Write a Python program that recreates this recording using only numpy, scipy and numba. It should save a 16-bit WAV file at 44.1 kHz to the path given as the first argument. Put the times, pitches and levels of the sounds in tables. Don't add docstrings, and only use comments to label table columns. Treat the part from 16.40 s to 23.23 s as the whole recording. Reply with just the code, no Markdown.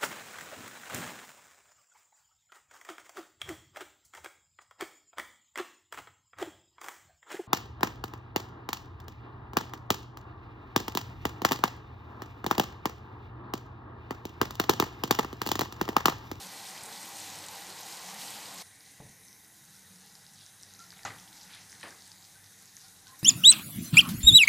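import sys
import numpy as np
from scipy import signal
from scipy.fft import rfft, irfft
from scipy.io import wavfile
from scipy.ndimage import uniform_filter1d
from numba import njit

SR = 44100
rng = np.random.default_rng(int(sys.argv[2]) if len(sys.argv) > 2 else 0)


def ratio(d):
    e = np.asarray(d, float) / 20
    return 10 ** e


def dump_mix(stems):
    frames = np.atleast_2d(stems).T
    limited = np.clip(frames, -1, 1)
    pcm = np.round(limited * 32767).astype(np.int16)
    wavfile.write(sys.argv[1], SR, pcm)


N = 301203
T = np.arange(N) / SR
HZ = np.maximum(np.arange(N // 2 + 1) * SR / N, 1)
CUT_S = 2.227
TOP_HZ = 15010

# time_s, level_db
BOIL = [(0, -1.2), (.42, 0.8), (.8, -0.2), (1.4, 0), (1.75, 1), (2.05, 0), (2.23, -0.5)]
# time_s, level_db
STIR = [(2.23, -3.5), (2.9, -8.5), (3.3, -4), (3.7, -2.5), (4.1, -3), (4.5, -2.5), (4.8, 0.5), (5.2, 1),
        (5.5, 0.5), (5.7, -2), (6.0, -2.5), (6.6, -3), (6.83, 0.5)]
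# time_s, level_db
FLAME = [(2.23, -1.5), (3.7, -0.5), (4.2, -1), (4.75, 3), (5.3, -0.2), (5.8, -1), (6.4, -2), (6.83, 0.5)]

# freq_hz, density_db (per Hz)
BOIL_COLOUR = [(18, -63), (30, -25), (64, -15.5), (87, -12.5), (183, 0), (238, -9.5), (315, -4),
               (629, -9.5), (787, -3), (1300, -11), (1930, -9.5), (2600, -8.5), (3380, -44), (5720, -120)]
# freq_hz, density_db (per Hz)
STEAM_COLOUR = [(1350, -32), (2300, 0.5), (2590, -3.5), (3560, -3), (4010, 0), (4800, -3), (6350, -3),
                (9110, -5), (10500, -10), (12400, -8), (14900, -11)]
# freq_hz, density_db (per Hz)
FLAME_COLOUR = [(18, -55), (30, -12), (64, -12.5), (96, -0.5), (181, 0), (237, -9), (328, -13),
                (375, -16.5), (437, -15), (620, -15.5), (790, -9), (1250, -16), (1830, -4.5), (2900, -14),
                (3770, -47), (6380, -120)]
# freq_hz, density_db (per Hz)
GAS_COLOUR = [(1530, -43), (2600, -15.5), (3210, -10), (3430, -9.5), (3830, -1), (4560, -14), (4700, -7),
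              (4980, -9.5), (6430, -1), (7070, -7.5), (8740, -5.5), (9680, 0.5), (10600, -6), (14200, -8),
              (14900, -16.5)]
# freq_hz, level_db
FLAT = [(1, 0), (2, 0)]
# freq_hz, level_db
TILES = [(1200, -40), (2500, 0), (14000, 4)]
# freq_hz, width_hz, lift_db
HOLLOWS = [(98.2, 4.7, 10), (155, 12, -1), (176, 8.4, 1), (194.3, 33, 5), (281.4, 22, 5.5),
           (316.3, 5.8, 7.5), (455.3, 9.6, 6), (790, 58, 3.5), (908, 9.6, 7), (1055, 40, 4),
           (1470, 31, 1.5), (1950, 94, 4.5)]

# start_s, peak_db, pitch_hz
BOIL_POPS = [(0.0684, -30, 5800), (0.3616, -35, 4500), (0.4345, -24.5, 8400), (0.526, -31, 4070),
             (.6295, -27, 8000), (.9552, -29, 6800), (0.986, -34, 6240), (.7996, -26.5, 7650),
             (1.063, -27, 8030), (1.0843, -31, 3960), (1.432, -28, 6070), (1.5708, -33, 4630),
             (1.6417, -35, 6100), (1.938, -34, 4100), (2.0575, -31.5, 4470), (2.176, -33, 6430),
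             (2.184, -32, 5100)]
# start_s, peak_db, pitch_hz
BOIL_SNAPS = [(0.2722, -31, 5001), (0.2867, -32, 5030), (0.2985, -40, 11400), (0.3776, -31, 5800),
              (0.4101, -32, 5745), (0.5643, -33, 3790), (0.7865, -33, 9000), (0.8051, -32, 7581),
              (1.0046, -37, 5745), (1.0395, -31, 4320), (1.1123, -32, 11491), (1.1509, -31, 11491),
              (1.1722, -35.6, 11491), (1.2949, -33, 8708), (1.3019, -36, 6600), (1.3978, -42, 3790),
              (1.4085, -30, 11491), (1.4155, -33, 5745), (1.4824, -34.8, 8708), (1.5287, -35, 4354),
              (1.6552, -38.1, 3760), (1.7806, -40, 11491), (1.8806, -30.5, 4430), (1.9053, -29, 10003),
              (1.9502, -33, 11491), (1.9609, -37, 3300), (2.0994, -34.4, 7581), (2.1409, -30, 11491),
              (2.1974, -36, 6600), (2.2148, -37, 3800)]
# start_s, peak_db, pitch_hz
POPS = [(2.8826, -39, 5320), (2.9284, -36, 5570), (3.3929, -39, 7610), (3.753, -33, 5000),
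        (3.865, -35, 4900), (4.063, -32, 5800), (4.2325, -28, 5470), (4.337, -32, 6500),
        (4.392, -32.5, 6170), (4.5045, -31.5, 4770), (4.52, -36, 4200), (4.6325, -33, 4760),
        (4.7985, -35, 5550), (4.9287, -37, 4030), (4.9557, -44, 6150), (5.0121, -35, 4860),
        (5.2968, -37, 4960), (5.3194, -31.5, 5840), (5.3982, -44, 6300), (5.506, -32, 5600),
        (5.6212, -34, 4870), (5.7168, -30.5, 4800), (5.8498, -37.5, 4630), (6.0417, -37, 5600),
        (6.256, -35, 6810), (6.367, -27, 6300), (6.4149, -37, 6100), (6.4834, -35, 6380),
        (6.6697, -34, 4100), (6.6798, -34.5, 5970)]
# start_s, peak_db, pitch_hz
SNAPS = [(2.5171, -47, 11491), (2.6933, -41, 6600), (2.8513, -42, 7581), (3.0287, -51.4, 4354),
         (3.2209, -48, 5745), (3.2906, -44, 6600), (3.3654, -42.6, 5750), (3.6615, -41.0, 11470),
         (3.6695, -46.0, 5001), (3.6735, -41, 6600), (3.6976, -44, 5001), (3.7241, -42, 6600),
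         (3.7831, -45, 7581), (3.8801, -48, 5745), (3.8896, -48.8, 5001), (3.9581, -42.9, 5001),
         (3.964, -47.9, 3790), (3.9906, -41, 5745), (4.0112, -40, 5001), (4.0915, -47.4, 5001),
         (4.1822, -46, 10003), (4.2005, -47, 3790), (4.2121, -40, 6550), (4.2881, -46, 4354),
         (4.3085, -48, 4354), (4.3175, -45, 5745), (4.3497, -42, 4354), (4.4023, -43, 3790),
         (4.4398, -44.3, 5745), (4.5711, -44, 3300), (4.5817, -41, 6560), (4.6862, -43, 4354),
         (4.7384, -45, 3280), (4.786, -42, 3260), (4.8783, -44, 3250), (4.8847, -42, 4880),
         (4.9674, -41.6, 5745), (5.1491, -36, 10003), (5.1531, -41, 3260), (5.2112, -41.9, 5001),
         (5.23, -43.9, 4354), (5.3287, -38, 5745), (5.3511, -44, 3800), (5.3636, -45.1, 5745),
         (5.3722, -48, 6600), (5.4062, -49, 3790), (5.4457, -43.8, 5001), (5.5497, -46.7, 6600),
         (5.6071, -45, 5001), (5.657, -44.2, 5745), (5.7813, -46, 4380), (5.8432, -42, 5745),
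         (6.0631, -46, 4354), (6.2003, -49, 6600), (6.245, -48.8, 5001), (6.2765, -43.1, 5001),
         (6.3729, -59, 3790), (6.396, -45.3, 5001), (6.5203, -52, 5001), (6.7565, -46, 3770)]
# start_s, peak_db, pitch_hz
PINPRICKS = [(.0692, -35, 9420), (.1351, -34, 9450), (0.4564, -29, 8000), (0.461, -28, 8700),
             (0.654, -29, 11800), (.689, -30, 13500), (0.9865, -28, 8800), (1.0844, -27.5, 8100),
             (1.465, -30, 9060), (1.5716, -29, 9200), (1.7424, -28, 9110), (1.8148, -33, 9050),
             (4.2268, -32.5, 8230), (4.6498, -39, 8490), (4.6499, -27, 7160), (5.43, -39, 2960),
             (5.436, -32, 9190), (2.4065, -39, 5000), (2.4617, -40, 4230), (3.0465, -40, 5500),
             (3.5584, -39, 5200), (5.677, -34, 8050), (5.825, -40, 4480), (6.224, -35, 9960),
             (6.355, -35, 9950), (6.7905, -32, 13200), (6.7955, -36, 7200)]
# start_s, peak_db, pitch_hz
TICKS = [(4.527, -38.5, 1550), (4.5394, -43, 2000), (4.568, -46, 1850), (4.5927, -38, 2200),
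         (5.154, -42, 1900), (5.328, -38, 1830), (5.414, -41, 1900), (6.3735, -44, 1860)]
# centre_s, half_length_s, centre_hz,
# level_db
SWISHES = [(2.47, .043, 4300, -64), (3.65, 0.044, 4300, -64), (4.01, 0.04, 3980, -58.5),
           (4.30, .04, 5800, -63), (4.43, 0.053, 5170, -59.5), (4.506, .03, 4500, -74),
           (4.797, 0.018, 5500, -59), (4.96, 0.018, 6200, -61), (5.014, 0.046, 4740, -57),
           (5.141, 0.046, 3930, -54), (5.145, 0.083, 2000, -59), (5.217, 0.026, 4770, -62),
           (5.42, .022, 4580, -57.5), (5.638, 0.072, 4670, -63), (5.854, 0.036, 4600, -67),
           (6.273, 0.027, 4840, -63), (6.436, 0.038, 5030, -57), (6.688, 0.027, 4430, -60.5)]
# start_s, held_s, pitch_hz, level_db, unsteadiness_db
SQUEAKS = [(4.388, 0.046, 1365, -59.5, 1), (4.43, .02, 1376, -64, 2), (4.458, .016, 1380, -67, 1.5),
           (4.562, 0.019, 800, -65, 3), (4.618, .008, 1880, -60, 5), (4.63, 0.015, 1770, -58, 1.5),
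           (5.948, 0.024, 1570, -66, 2.5), (6.44, 0.016, 800, -68, 2), (6.445, 0.039, 1470, -71, -2),
           (6.662, 0.015, 1550, -60, -4), (6.666, .008, 1050, -61, 2), (6.679, 0.033, 1035, -64, 4),
           (6.713, .03, 1046, -66, -4), (6.69, .04, 1620, -72, 3)]

# start_s, ring_db, contact_s, room_db
KNOCKS = [
    (2.6, -41, .0015, -55.5),
    (4.6504, -26, 0.0019, -42.5),
    (5.4299, -36, 0.00056, -47.5),
    (6.791, -52, .0006, -60),
]
# pitch_hz, level_db, t60_s
THUD = [(96, -22, 0.06), (148, 0, 0.068), (330, -15, 0.018), (534, -6, 0.03), (804, -7, 0.032)]
# pitch_hz, level_db, t60_s
RAP = [(107.6, -28, 0.56), (800, 2.5, 0.018), (1240, -7, 0.05), (1470, -11, 0.029), (2000, -15.5, 0.12),
       (2810, -18, 0.033), (4300, 3, 0.0068), (6000, 4.5, 0.011), (6750, -4, 0.026)]
# pitch_hz, level_db, t60_s
TAP = [(1850, -1, 0.034), (2450, -4, 0.025), (3000, -7, .016), (4000, -2, .016), (4900, -4, .012)]
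# pitch_hz, level_db, t60_s
TINKLE = [(5800, 1, .04), (7250, -5, 0.09), (8400, -1, .06), (12800, 0, .025), (13640, 0, .2),
          (13850, -1.5, .12), (14500, -4, .04)]
# freq_hz, density_db (per Hz)
TAILS = [
    [(41, -40), (75, -4), (120, -0.5), (172, -4), (257, -12), (663, -11), (741, -12), (1000, -15),
     (1300, -42), (2200, -120)],
    [(41, -48), (75, -17), (105, -4), (265, -11.5), (560, -12), (800, -12), (1080, -7), (1220, -4.5),
     (1700, -6.5), (2000, -5.5), (2610, -12), (2880, -13), (7500, -16.5), (9750, -28), (16500, -120)],
    [(41, -39), (70, -19), (297, -1), (508, -4), (676, -2.5), (1480, -3), (1740, -0.5), (3440, -12),
     (5000, -13), (6500, -45), (11000, -120)],
    [(2940, -44), (5000, -11), (6960, -1), (9880, -4), (11500, -11), (14000, -5), (14800, -21)],
]
# start_s, peak_db, pitch_hz, length_cycles
PAN_RINGS = [(.46, -52, 450, 27), (.13, -47, 790, 28), (2.603, -46, 155, 1), (2.603, -41.5, 820, 2.4),
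             (2.61, -49, 850, 3), (2.615, -50, 420, 1.4), (2.62, -48, 140, 2.5), (2.612, -51, 430, 3),
             (2.626, -52, 450, 3), (2.641, -51, 160, 1.6), (2.676, -51, 170, 1.4), (2.697, -49, 190, 1.1),
             (2.724, -54, 155, 1.6), (4.6533, -28, 1310, 2.3), (4.664, -45, 1240, 2.5),
             (4.667, -37, 1700, 2.5), (4.679, -36, 800, 3), (4.6522, -33.5, 800, 2.6),
             (4.6625, -36, 950, 1.5), (4.686, -40, 1900, 2.5), (4.705, -36, 2050, 5), (5.434, -40, 1790, 5),
             (5.439, -46, 1800, 4), (5.4415, -43.5, 695, 2.3), (5.446, -46, 1500, 2.5), (5.455, -45, 2500, 3),
             (5.47, -42, 700, 2), (5.479, -49, 910, 2.7), (5.5, -59, 500, 2.8), (5.51, -45, 1590, 4),
             (5.525, -46, 1640, 5), (5.458, -48, 1850, 4), (5.489, -43, 1700, 2.7)]
# freq_hz, t60_s
KITCHEN_T60 = [(100, 0.49), (500, 0.44), (1500, 0.37), (5000, 0.26), (14000, 0.082)]
# centre_hz, width_hz, in_step_share, unrelated_share
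SIDE_BANDS = [(30, 47, 0.093, 0.11), (500, 470, 0, 0.0051), (1915, 263, 0.24, 0.19), (6300, 3000, 0, 0.012),
              (9760, 690, -0.17, 0.22)]

FIZZ_DB, BURBLE_DB, ROAR_DB = -46.5, -50.5, -59
FOAM_DB, SCRAPE_DB = -61, -64
FOAM_FOLLOWS, SCRAPE_FOLLOWS = 1.06, 1
SWISH_WIDTH = 0.52
RUMBLE_DB, BODY_DB, WHISTLE_DB, GAS_DB = -65, -68.5, -70.5, -59
BODY_FOLLOWS, WHISTLE_FOLLOWS, GAS_FOLLOWS = 1, 0.89, 0.077
SING_DB, WHISTLE_SETTLES_S = -66, 0.96
CRACKLE_DB, CRACKLE_SCATTER_DB, CRACKLE_FOLLOWS = -49, 2, 0.31
CRACKLE_LO_HZ, CRACKLE_HI_HZ = 3830, 6860
CRACK_DB = 0
SNAP_LIFT_DB, BOIL_SNAP_LIFT_DB = 3.5, 0.5
SPIT_DB, SPIT_S, SPIT_SPREAD = -7, .006, 0.22
WAVER = .016
PATCH_RATE = 6
BOIL_ROOM_DB, FLAME_ROOM_DB, SQUEAK_ROOM_DB = -15, -11, -10


def boil():
    vigour_db, = curves(BOIL)
    small = bubbles(count=22000, lo_hz=2500, hi_hz=16000, cycles=1.8, spread_db=2.5)
    fizz = ratio(-8.0) * small + ratio(-5.0) * hiss(0.65, 25.53, patchy_db=0.8)
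    fat = bubbles(count=3000, lo_hz=295, hi_hz=2890, cycles=1.9, spread_db=1.5)
    burble = ratio(-18.5) * fat + hiss(0.85, 24.15)
    fizz_db = FIZZ_DB + vigour_db + 1.25 * walk(29.56) + 0.69 * walk(12.02)
    out = ratio(fizz_db) * band(fizz, 2430, 15000, STEAM_COLOUR)
    out += ratio(BURBLE_DB + vigour_db) * band(burble, 464, 2340, BOIL_COLOUR)
    return out + ratio(ROAR_DB) * band(hiss(3.0, 9.8), 10, 367, BOIL_COLOUR)


def stirring():
    effort_db, = curves(STIR)
    fizz = bubbles(count=20000, lo_hz=3440, hi_hz=8000, cycles=1.8, spread_db=3.0)
    out = ratio(FOAM_DB + FOAM_FOLLOWS * effort_db) * ratio(2.0 * walk(40)) * fizz
    out += swishes()
    grains = bubbles(count=5000, lo_hz=594, hi_hz=3280, cycles=2.3, spread_db=0.5)
    drag = ratio(-15.0) * grains + hiss(2.4, 30)
    scrape = band(drag, 840, 4000, [(900, -7.5), (1600, 3.5), (3000, -9.0)])
    return out + ratio(SCRAPE_DB + SCRAPE_FOLLOWS * effort_db) * scrape


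def swishes():
    out = np.zeros(N)
    foam = rfft(bubbles(count=60000, lo_hz=800, hi_hz=9260, cycles=2.9, spread_db=3.0))
    for s, half, hz, db in SWISHES:
        part = irfft(foam * np.exp(-(2 * (HZ / hz - 1) / SWISH_WIDTH) ** 2 / 2), N)
        shape = np.exp(-((T - s) / half) ** 2)
        rms = np.sqrt(np.sum((shape * part) ** 2) / np.sum(shape ** 2))
        out += ratio(db) * shape * part / rms
    return out


def pops():
    s, db, hz = np.transpose(BOIL_POPS + POPS + PINPRICKS + crackle(count=36))
    out = rings(s + .0005, .94 * hz, 2.1 / hz, 1.8 / hz, ratio(db + 6.), .06)
    out += ratio(CRACK_DB) * rings(s + .0005, 1.35 * hz, 1.1 / hz, .6 / hz, ratio(db), 0.)
    for snaps, lift_db in (SNAPS, SNAP_LIFT_DB), (BOIL_SNAPS, BOIL_SNAP_LIFT_DB):
        s, db, hz = np.transpose(snaps)
        out += ratio(lift_db) * rings(s + .0002, .95 * hz, 2.1 / hz, 1.7 / hz, ratio(db + 5.), .06)
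    out += spits(BOIL_POPS + BOIL_SNAPS + PINPRICKS[:11])
    s, db, hz = np.transpose(TICKS)
    return out + rings(s, hz, 0.88 / hz, 0.43 / hz, ratio(db + 6.5), 0.)


def crackle(count):
    when, pitch, big = rng.random((count, 3)).T
    s = CUT_S + (N / SR - CUT_S) * when
    effort_db = np.interp(s, *np.transpose(STIR))
    db = CRACKLE_DB + CRACKLE_FOLLOWS * effort_db + CRACKLE_SCATTER_DB * (2 * big - 1)
    hz = CRACKLE_LO_HZ * (CRACKLE_HI_HZ / CRACKLE_LO_HZ) ** pitch
    return list(zip(s, db, hz))


def spits(bursts, count=7):
    s, db, hz = np.repeat(bursts, count, axis=0).T
    late, pitch = rng.random((len(s), 2)).T
    hz = np.minimum(hz * (1 + SPIT_SPREAD * (2 * pitch - 1)), TOP_HZ)
    return rings(s + SPIT_S * late, hz, 3.1 / hz, 1.6 / hz, ratio(db + SPIT_DB), 0.036)


def squeaks():
    out = np.zeros(N)
    for s, held, hz, db, unsteady_db in SQUEAKS:
        age = np.maximum(T - s, 0)
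        shape = (1 - np.exp(-age / 0.008)) * np.exp(-(age / held) ** 4)
        phase = 2 * np.pi * np.cumsum(hz * (1 + WAVER * walk(200))) / SR
        out += ratio(db + 9.5 + unsteady_db * walk(100)) * shape * np.sin(phase)
    return walled(out, SQUEAK_ROOM_DB, FLAT)


def knocks():
    s, db, hz, cycles = np.transpose(PAN_RINGS)
    out = rings(s, hz, cycles / hz, 0.098 / hz, ratio(db), 0.)
    for (s, db, contact, room_db), modes, tail in zip(KNOCKS, (THUD, RAP, TAP, TINKLE), TAILS):
        hz, mode_db, t60 = np.transpose(modes)
        sign = (-1.) ** np.arange(len(hz))
        size = sign * ratio(db + mode_db)
        ring = rings(s + 0 * hz, hz, t60 / np.log(1000), contact + 0 * hz, size, 0.)
        slap = kitchen(tail)
        start = int(s * SR)
        early_rms = np.std(slap[:SR // 20])
        out[start:start + SR] += ratio(room_db) * slap[:N - start] / early_rms
        out += walled(ring, -12.5, FLAT)
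    return out


def flame():
    size_db, = curves(FLAME)
    out = ratio(RUMBLE_DB + size_db) * band(hiss(2.76, 8), 10, 480, FLAME_COLOUR)
    out += ratio(BODY_DB + BODY_FOLLOWS * size_db) * band(hiss(2.4, 5), 320, 1010, FLAME_COLOUR)
    whistle_db = WHISTLE_DB + WHISTLE_FOLLOWS * size_db
    out += ratio(whistle_db) * band(hiss(3.2, 5.08), 1250, 3000, FLAME_COLOUR)
    settling = np.exp(-((T - CUT_S) / WHISTLE_SETTLES_S) ** 2)
    out += ratio(SING_DB) * settling * band(hiss(1.9, 12), 1950, 2000, FLAT)
    simmer = bubbles(count=9000, lo_hz=2500, hi_hz=15500, cycles=3, spread_db=2.2)
    gas = hiss(1.6, 20, patchy_db=1.5) + ratio(-7.5) * simmer
    gas_db = GAS_DB + GAS_FOLLOWS * size_db + 0.61 * walk(13)
    return out + ratio(gas_db) * band(gas, 2750, 16000, GAS_COLOUR)


def kitchen(colour):
    t, hz = T[:SR], np.arange(1., SR // 2 + 2)
    spectrum = rfft(rng.standard_normal(SR)) * ratio(on_log(hz, colour))
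    out = np.zeros(SR)
    for lo in 40 * 2 ** np.arange(9):
        part = irfft(spectrum * ((hz >= lo) & (hz < 2 * lo)), SR)
        out += part * ratio(-60 * t / on_log(1.4 * lo, KITCHEN_T60))
    out *= (1 - np.exp(-t / .004)) * ratio(1.5 * walk(300)[:SR])
    return out / np.sqrt(np.sum(out ** 2))


def walled(x, room_db, colour=TILES):
    return x + ratio(room_db) * signal.fftconvolve(x, kitchen(colour))[:N]


def bubbles(count, lo_hz, hi_hz, cycles, spread_db):
    when, pitch, big = rng.random((count, 3)).T
    hz = lo_hz + (hi_hz - lo_hz) * pitch
    size = ratio(-spread_db * np.log(big + 1e-3)) * np.sqrt(hz)
    return unit(rings(when * N / SR, hz, cycles / hz, 0.18 * cycles / hz, size, 0.055))


@njit
def rings(start, hz, decay, rise, size, glide):
    out = np.zeros(N)
    for k in range(len(start)):
        i0 = int(start[k] * SR)
        phase = 0.
        for j in range(min(int(6 * decay[k] * SR), N - i0)):
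            t = j / SR
            phase += 2 * np.pi * hz[k] * (1 + glide * t / decay[k]) / SR
            shape = np.exp(-t / decay[k]) * (1 - np.exp(-t / rise[k]))
            out[i0 + j] += size[k] * np.sin(phase) * shape
    return out


def hiss(flicker_db, rate, patchy_db=0):
    spectrum = rfft(rng.standard_normal(N))
    out = np.zeros(N)
    edges = np.searchsorted(HZ, 40 * 2 ** np.arange(0, 9, 1 / 3))
    for lo, hi in zip(np.r_[0, edges[1:-1]], edges[1:]):
        part = np.zeros_like(spectrum)
        part[lo:hi] = spectrum[lo:hi]
        level_db = flicker_db * walk(rate)
        if patchy_db:
            level_db = level_db + patchy_db * walk(PATCH_RATE)
        out += ratio(level_db) * irfft(part, N)
    return unit(out)


def band(x, lo_hz, hi_hz, colour):
    db = on_log(HZ, colour)
    for f, width, lift in HOLLOWS:
        db = db + lift / (1 + (2 * (HZ - f) / width) ** 2)
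    edges = 1 / np.sqrt((1 + (lo_hz / HZ) ** 12) * (1 + (HZ / hi_hz) ** 12))
    return unit(irfft(rfft(x) * ratio(db) * edges, N))


def walk(rate):
    k = int(SR / rate)
    steps = np.repeat(rng.standard_normal(N // k + 1), k)
    return 1.2 * uniform_filter1d(uniform_filter1d(steps, k), k)[:N]


def curves(table):
    s, *columns = np.transpose(table)
    return [np.interp(T, s, c) for c in columns]


def on_log(hz, table):
    points_hz, values = np.transpose(table)
    return np.interp(np.log(hz), np.log(points_hz), values)


def unit(x):
    return x / np.sqrt(np.mean(x ** 2))


def scene():
    before = np.clip((CUT_S - T) / .002, 0, 1)
    high = walled(boil(), BOIL_ROOM_DB)
    low = walled(flame() + stirring(), FLAME_ROOM_DB)
    singles = walled(pops(), -9, FLAT)
    mid = before * high + (1 - before) * low + singles + squeaks() + knocks()
    return np.array([mid, mid])


def top_cut(x):
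    return signal.sosfilt(signal.butter(12, 15550, fs=SR, output="sos"), x)


def record(dry):
    spectrum = rfft(dry[0]) * (HZ < TOP_HZ)
    late = np.exp(-2j * np.pi * HZ * .012)
    share = 0.0032 * late
    for f, width, same, other in SIDE_BANDS:
        share = share + (same + other * late) * np.exp(-((HZ - f) / width) ** 4)
    mid = irfft(spectrum, N)
    side = irfft(spectrum * share, N) * ratio(1.8 * walk(12))
    return top_cut(np.array([mid + side, mid - side]))


dry = scene()
out = record(dry)
dump_mix(out)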